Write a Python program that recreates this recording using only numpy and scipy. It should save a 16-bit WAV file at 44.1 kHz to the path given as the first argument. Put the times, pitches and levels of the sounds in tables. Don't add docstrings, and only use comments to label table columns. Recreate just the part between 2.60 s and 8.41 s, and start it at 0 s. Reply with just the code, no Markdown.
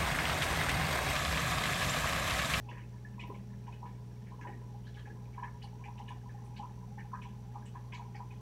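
import sys
import numpy as np
from scipy import signal
from scipy.fft import rfft, irfft
from scipy.io import wavfile
from scipy.ndimage import uniform_filter1d

SR = 44100
rng = np.random.default_rng(int(sys.argv[2]) if len(sys.argv) > 2 else 0)


def output_pcm(signal):
    pcm = np.clip(np.atleast_2d(signal).T, -1, 1) * 32767
    wavfile.write(sys.argv[1], SR, np.round(pcm).astype(np.int16))


N = 256213
MAINS_HZ = 60.008

# crest in seconds, level in dB that scales its churning and bubble.
GULPS = [(0.12, -65), (.695, -59), (1.26, -70), (1.88, -59), (2.487, -67)]


def undb(db):
    return 10 ** (np.asarray(db) / 20)


def level(x, db):
    return x * undb(db) / np.sqrt(np.mean(x ** 2))


def add(track, s, sound):
    i = max(int(s * SR), 0)
    track[i:i + len(sound)] += sound[:max(N - i, 0)]


def resonate(x, hz, width):
    return signal.lfilter(*signal.iirpeak(hz, hz / width, fs=SR), x)


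def colour(x, points):
    hz, db = np.transpose(points)
    f = np.maximum(np.fft.rfftfreq(len(x), 1 / SR), 1)
    gain = undb(np.interp(np.log(f), np.log(hz), db))
    return irfft(rfft(x) * gain, len(x))


def walk(rate):
    k = int(SR / rate)
    steps = np.repeat(rng.standard_normal(N // k + 1), k)
    return 1.3 * uniform_filter1d(uniform_filter1d(steps, k), k)[:N]


def bubble(hz, cycles, swell, rise):
    age = np.arange(int((8 * cycles + 2 * swell) / hz * SR)) * hz / SR
    attack = np.sin(np.pi / 2 * np.minimum(age / swell, 1)) ** 2
    decay = np.exp(-np.maximum(age - swell, 0) / cycles)
    pitch = hz * (1 + rise * np.tanh((age - swell) / cycles / 2))
    return attack * decay * np.sin(2 * np.pi * np.cumsum(pitch) / SR)


def pump():
    # multiple of the mains, rms level in dB.
    harmonics = [(1, -56), (2, -47), (3, -61.5), (4, -68), (5, -88.5), (6, -78), (7, -67), (11, -92),
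                 (12, -97.5), (14, -74.5)]
    # pitch in Hz, rms level in dB about which it wavers.
    casing_tones = [(41.5, -81.5), (161.5, -66.5), (199.7, -64), (212, -78.5)]
    t = np.arange(N) / SR
    out = np.zeros(N)
    for k, db in harmonics:
        sway_db = .35 * walk(4)
        out -= undb(db + sway_db) * np.cos(2 * np.pi * round(k) * MAINS_HZ * t)
    for hz, db in casing_tones:
        waver = undb(db + 4.9 * walk(3.78))
        out += waver * np.sin(2 * np.pi * hz * t + 0.85 * walk(1.99))
    return np.sqrt(2) * out


def impeller(fall_hz=520, tick_s=0.0047, low_hz=4580, low_db=-12, high_hz=6230, high_db=-9, scrape_db=-7):
    # time in seconds, pitch in Hz, level in dB.
    tick_course = [(0, 5730, -79), (1.6, 5640, -79.5), (2.4, 5740, -80), (3.1, 5760, -77.5),
                   (4.4, 5820, -77.5), (5.8, 5860, -79.5)]
    t = np.arange(N) / SR
    s, hz, db = np.transpose(tick_course)
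    age = (t - .0036) % (1 / MAINS_HZ)
    env = (age / tick_s) ** 1.4 * np.exp(-.75 * (age / tick_s) ** 2)
    env *= undb(1.2 * walk(50))
    ring_cycles = (np.interp(t, s, hz) + fall_hz / 2) * age - fall_hz * age ** 2 / (4 * tick_s)
    ring = np.sin(2 * np.pi * ring_cycles + 0.14 * walk(23))
    for side_hz, side_db in ((low_hz, low_db), (high_hz, high_db)):
        ring += undb(side_db) * np.sin(2 * np.pi * side_hz * age + 0.34 * walk(18))
    scrape = level(resonate(rng.standard_normal(N), 5980, 740), scrape_db)
    return level((ring + scrape) * env, 0.4) * undb(np.interp(t, s, db))


def rumble_and_hiss():
    # frequency in Hz, relative level in dB per Hz.
    floor_colour = [(20, -34), (45, -4.5), (85, -3.5), (140, -4.5), (195, -1), (225, -3), (258, -14.5),
                    (480, -17.5), (640, -22), (1400, -29.5), (3000, -34), (6200, -38), (9500, -43),
                    (15000, -45.5)]
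    return level(colour(rng.standard_normal(N), floor_colour), -55)


def churn(count=900):
    # frequency in Hz, relative level in dB per Hz.
    wash_colour = [(150, 4), (240, 7.5), (340, -15), (500, 8), (620, -11.5), (1200, -22), (2500, -14),
                   (6000, -35.5)]
    rise_s, fall_s, between_db = .05, 0.081, -78
    t = np.arange(N) / SR
    tumble = np.zeros(N)
    for s, size, loud in zip(rng.random(count) * N / SR, rng.random(count), rng.standard_normal(count)):
        big = bubble(250 * 2 ** (1.35 * size), cycles=1.7, swell=1.17, rise=0.016)
        add(tumble, s, undb(3.55 * loud) * big)
    wash = level(colour(rng.standard_normal(N), wash_colour), -1.8)
    surge = sum(undb(db) * np.exp(np.minimum((t - s) / rise_s, (s - t) / fall_s)) for s, db in GULPS)
    return (level(tumble, 4.5) + wash) * (undb(between_db) + surge)


def trickle(count=260):
    # time in seconds, level in dB ahead of the tank.
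    flow = [(0, -70.5), (2.5, -67), (3.2, -60.5), (5.8, -65.5)]
    out = np.zeros(N)
    for s, size, loud in zip(rng.random(count) * N / SR, *rng.standard_normal((2, count))):
        flow_db = np.interp(s, *np.transpose(flow))
        round_one = bubble(900 * 2 ** (.13 * size), cycles=5.4, swell=6.0, rise=0.063)
        add(out, s, undb(flow_db + 2.8 * loud) * round_one)
    for s, size, loud in zip(rng.random(count) * N / SR, rng.random(count), rng.standard_normal(count)):
        plip = bubble(min(1600 * 2 ** (2.6 * size ** 2), SR / 3), cycles=7.9, swell=2.0, rise=0.055)
        add(out, s, undb(-69 - 3.7 * size + 3.2 * loud) * plip)
    return out


def plops(count=10):
    # time in seconds, reference level in dB ahead of the tank, pitch in Hz.
    pockets = [(0.087, -42, 964), (0.108, -50, 990), (0.169, -47.5, 1010), (0.581, -46, 980),
               (0.638, -42.5, 958), (0.702, -40.5, 1025), (0.748, -50, 1000), (1.08, -41, 937),
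               (1.229, -39, 948), (1.252, -38.5, 957), (1.72, -45, 1020), (1.793, -46, 956),
               (1.852, -36.5, 958), (1.893, -44, 780), (2.145, -48, 837), (2.78, -35.5, 990),
               (2.828, -32, 974), (3.04, -44.5, 853), (3.258, -45, 840), (3.285, -41.5, 920),
               (3.4, -39, 910), (3.506, -39.5, 970), (3.996, -37.5, 850), (4.03, -35, 960),
               (4.378, -43.5, 864), (4.534, -31, 1040), (4.655, -45, 970), (4.956, -37.5, 873),
               (5.155, -39, 1034), (5.335, -42.5, 982), (5.395, -37, 935), (5.479, -50, 857),
               (5.55, -45, 836), (5.603, -36.5, 940)]
    pocket_db, shed_db = -6, -20
    out = np.zeros(N)
    for (s, db, hz), (length, glide) in zip(pockets, rng.standard_normal((len(pockets), 2))):
        pocket = bubble(hz, cycles=1.83 * np.exp(0.12 * length), swell=6.77, rise=0.018 + 0.025 * glide)
        add(out, s - .004, undb(db + pocket_db) * pocket)
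        for wait, size in zip(rng.uniform(-.018, .026, count), rng.standard_normal(count)):
            shed = bubble(hz * 2 ** (0.22 * size), cycles=1.94, swell=3.6, rise=0.048)
            add(out, s + wait, undb(db + shed_db) * shed)
    return out


def splashes(count=38):
    # time in seconds, pitch of the leading bubble in Hz, reference level
    # in dB ahead of the tank, spray in dB relative to that level.
    bursts = [(0.089, 2633, -46.5, -2.5), (0.112, 1675, -50.5, 2), (0.17, 1844, -53, 6),
              (0.448, 1750, -45.5, -20), (.594, 2490, -43.5, 1), (.61, 2880, -49, -14),
              (0.74, 2386, -58.5, 5), (0.934, 1760, -59.5, -6), (1.069, 2400, -64.5, 8),
              (1.125, 2540, -53, -1.5), (1.258, 2220, -62, 6.5), (1.664, 2024, -64, 7),
              (1.81, 1693, -52.5, 6.5), (1.87, 1835, -48, -0.5), (1.932, 1880, -52.5, -20),
              (2.252, 3160, -57, -1), (2.266, 1660, -56.5, -1), (2.344, 3020, -57.5, 3.5),
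              (2.37, 1630, -59, 8), (2.384, 3210, -53, -1.5), (2.453, 1680, -52.5, 0.5),
              (2.499, 1668, -51.5, -20), (2.734, 2250, -61.5, 2), (2.781, 1650, -56, 0.5),
              (2.832, 1727, -43.5, -1), (3.018, 2860, -56, 6), (3.238, 2354, -47.5, -0.5),
              (3.379, 2820, -55.5, 5.5), (3.48, 2820, -47, -1.5), (3.485, 1750, -50, -7),
              (3.692, 1744, -54, -5), (3.963, 2700, -58.5, 9), (4.382, 1797, -52, 4.5),
              (4.537, 1235, -45, 1.5), (4.617, 2490, -52, 4.5), (4.685, 2690, -70, 5),
              (4.955, 1147, -47.5, -12), (5.06, 2840, -58.5, 2), (5.154, 1680, -59.5, 2),
              (5.322, 2434, -45, 2.5), (5.348, 2260, -47.5, -8), (5.545, 1924, -51, 0.5),
              (5.706, 2470, -52, -4)]
    droplet_db, spray_s, spray_octaves = -13, .012, 0.335
    foam_base_db, foam_db_per_octave, foam_lag_s = -22.5, 11.5, 0.0098
    out = np.zeros(N)
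    for s, hz, db, spray_db in bursts:
        leader = bubble(hz, cycles=10, swell=0.0052 * hz, rise=0.022)
        add(out, s - .001, undb(db - 3.5) * leader)
        for wait, size, loud in zip(rng.gamma(1.5, spray_s, count), *rng.standard_normal((2, count))):
            drop_hz = min(hz * 2 ** (0.048 + spray_octaves * size), SR / 3)
            droplet = bubble(drop_hz, cycles=6.5, swell=4.5, rise=.05)
            drop_db = db + spray_db + droplet_db + 0.85 * loud - 2 * abs(size)
            add(out, s - .003 + wait, undb(drop_db) * droplet)
        foam_db = db + spray_db + foam_base_db + foam_db_per_octave * np.log2(hz / 2500)
        out += fizz(s + foam_lag_s, 6080, foam_db, octaves=0.368)
    return out


def fizz(s, hz, db, octaves, count=32):
    out = np.zeros(N)
    for wait, size, loud in zip(rng.exponential(0.0092, count), *rng.standard_normal((2, count))):
        pop_hz = min(hz * 2 ** (octaves * size), SR / 2.5)
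        pop = bubble(pop_hz, cycles=8.0, swell=1.5, rise=0.032)
        add(out, s + wait, undb(db - 2.5 + 3.6 * loud) * pop)
    return out


def gulp_bubbles():
    out = np.zeros(N)
    for (s, db), size in zip(GULPS, rng.standard_normal(len(GULPS))):
        deep = bubble(478.5 * 2 ** (0.24 * size), cycles=7.2, swell=2.8, rise=.025)
        add(out, s, undb(db + 8.5) * deep)
    return out


def fizzes():
    # start in seconds, centre pitch in Hz, reference level in dB ahead of the tank.
    clutches = [(.668, 13600, -68), (1.81, 6040, -68.5), (2.268, 4180, -66.5), (3.026, 4420, -59),
                (3.038, 9350, -71), (3.845, 8900, -68), (3.965, 4100, -62), (5.056, 7400, -63),
                (5.343, 4150, -61.5), (5.344, 6500, -63.5), (5.555, 5030, -64)]
    return sum(fizz(s, hz, db, octaves=.11) for s, hz, db in clutches)


def tank(x, null_hz=1390, null_width_hz=330, depth=0.34):
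    # centre in Hz, width in Hz, relative gain in dB.
    modes = [(835.4, 56, 2.5), (907, 29, -5.5), (988, 72, 3), (1652, 30, 4), (1767, 236, -2.5),
             (2324, 350, -4), (2510, 37, -6.5), (2940, 77, 3.5), (4440, 28, -13)]
    direct = x - depth * resonate(x, null_hz, null_width_hz)
    ringing = sum(undb(db) * resonate(x, hz, width) for hz, width, db in modes)
    return direct + undb(-1.5) * ringing


def room(x, t60, tail_db, early_db, early_s):
    t = np.arange(SR // 2) / SR
    early = rng.standard_normal(len(t)) ** 3 * np.exp(-t / early_s) * (t > .002)
    tail = colour(rng.standard_normal(len(t)), [(300, 5), (3000, 1), (12000, 2.5)])
    tail *= undb(-60 * t / t60) * (t > .009)
    echo = undb(early_db) * early / np.linalg.norm(early) + undb(tail_db) * tail / np.linalg.norm(tail)
    return x + signal.fftconvolve(x, echo)[:N]


def scene():
    bubbles = plops() + gulp_bubbles() + splashes() + fizzes() + trickle()
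    water = room(tank(bubbles), t60=0.37, tail_db=-7.0, early_db=-2.5, early_s=0.01)
    return (water + churn() + pump() + impeller() + rumble_and_hiss())[None]


def record(dry):
    return signal.sosfilt(signal.ellip(10, .2, 70, 15700, fs=SR, output="sos"), dry)


dry = scene()
out = record(dry)
output_pcm(out)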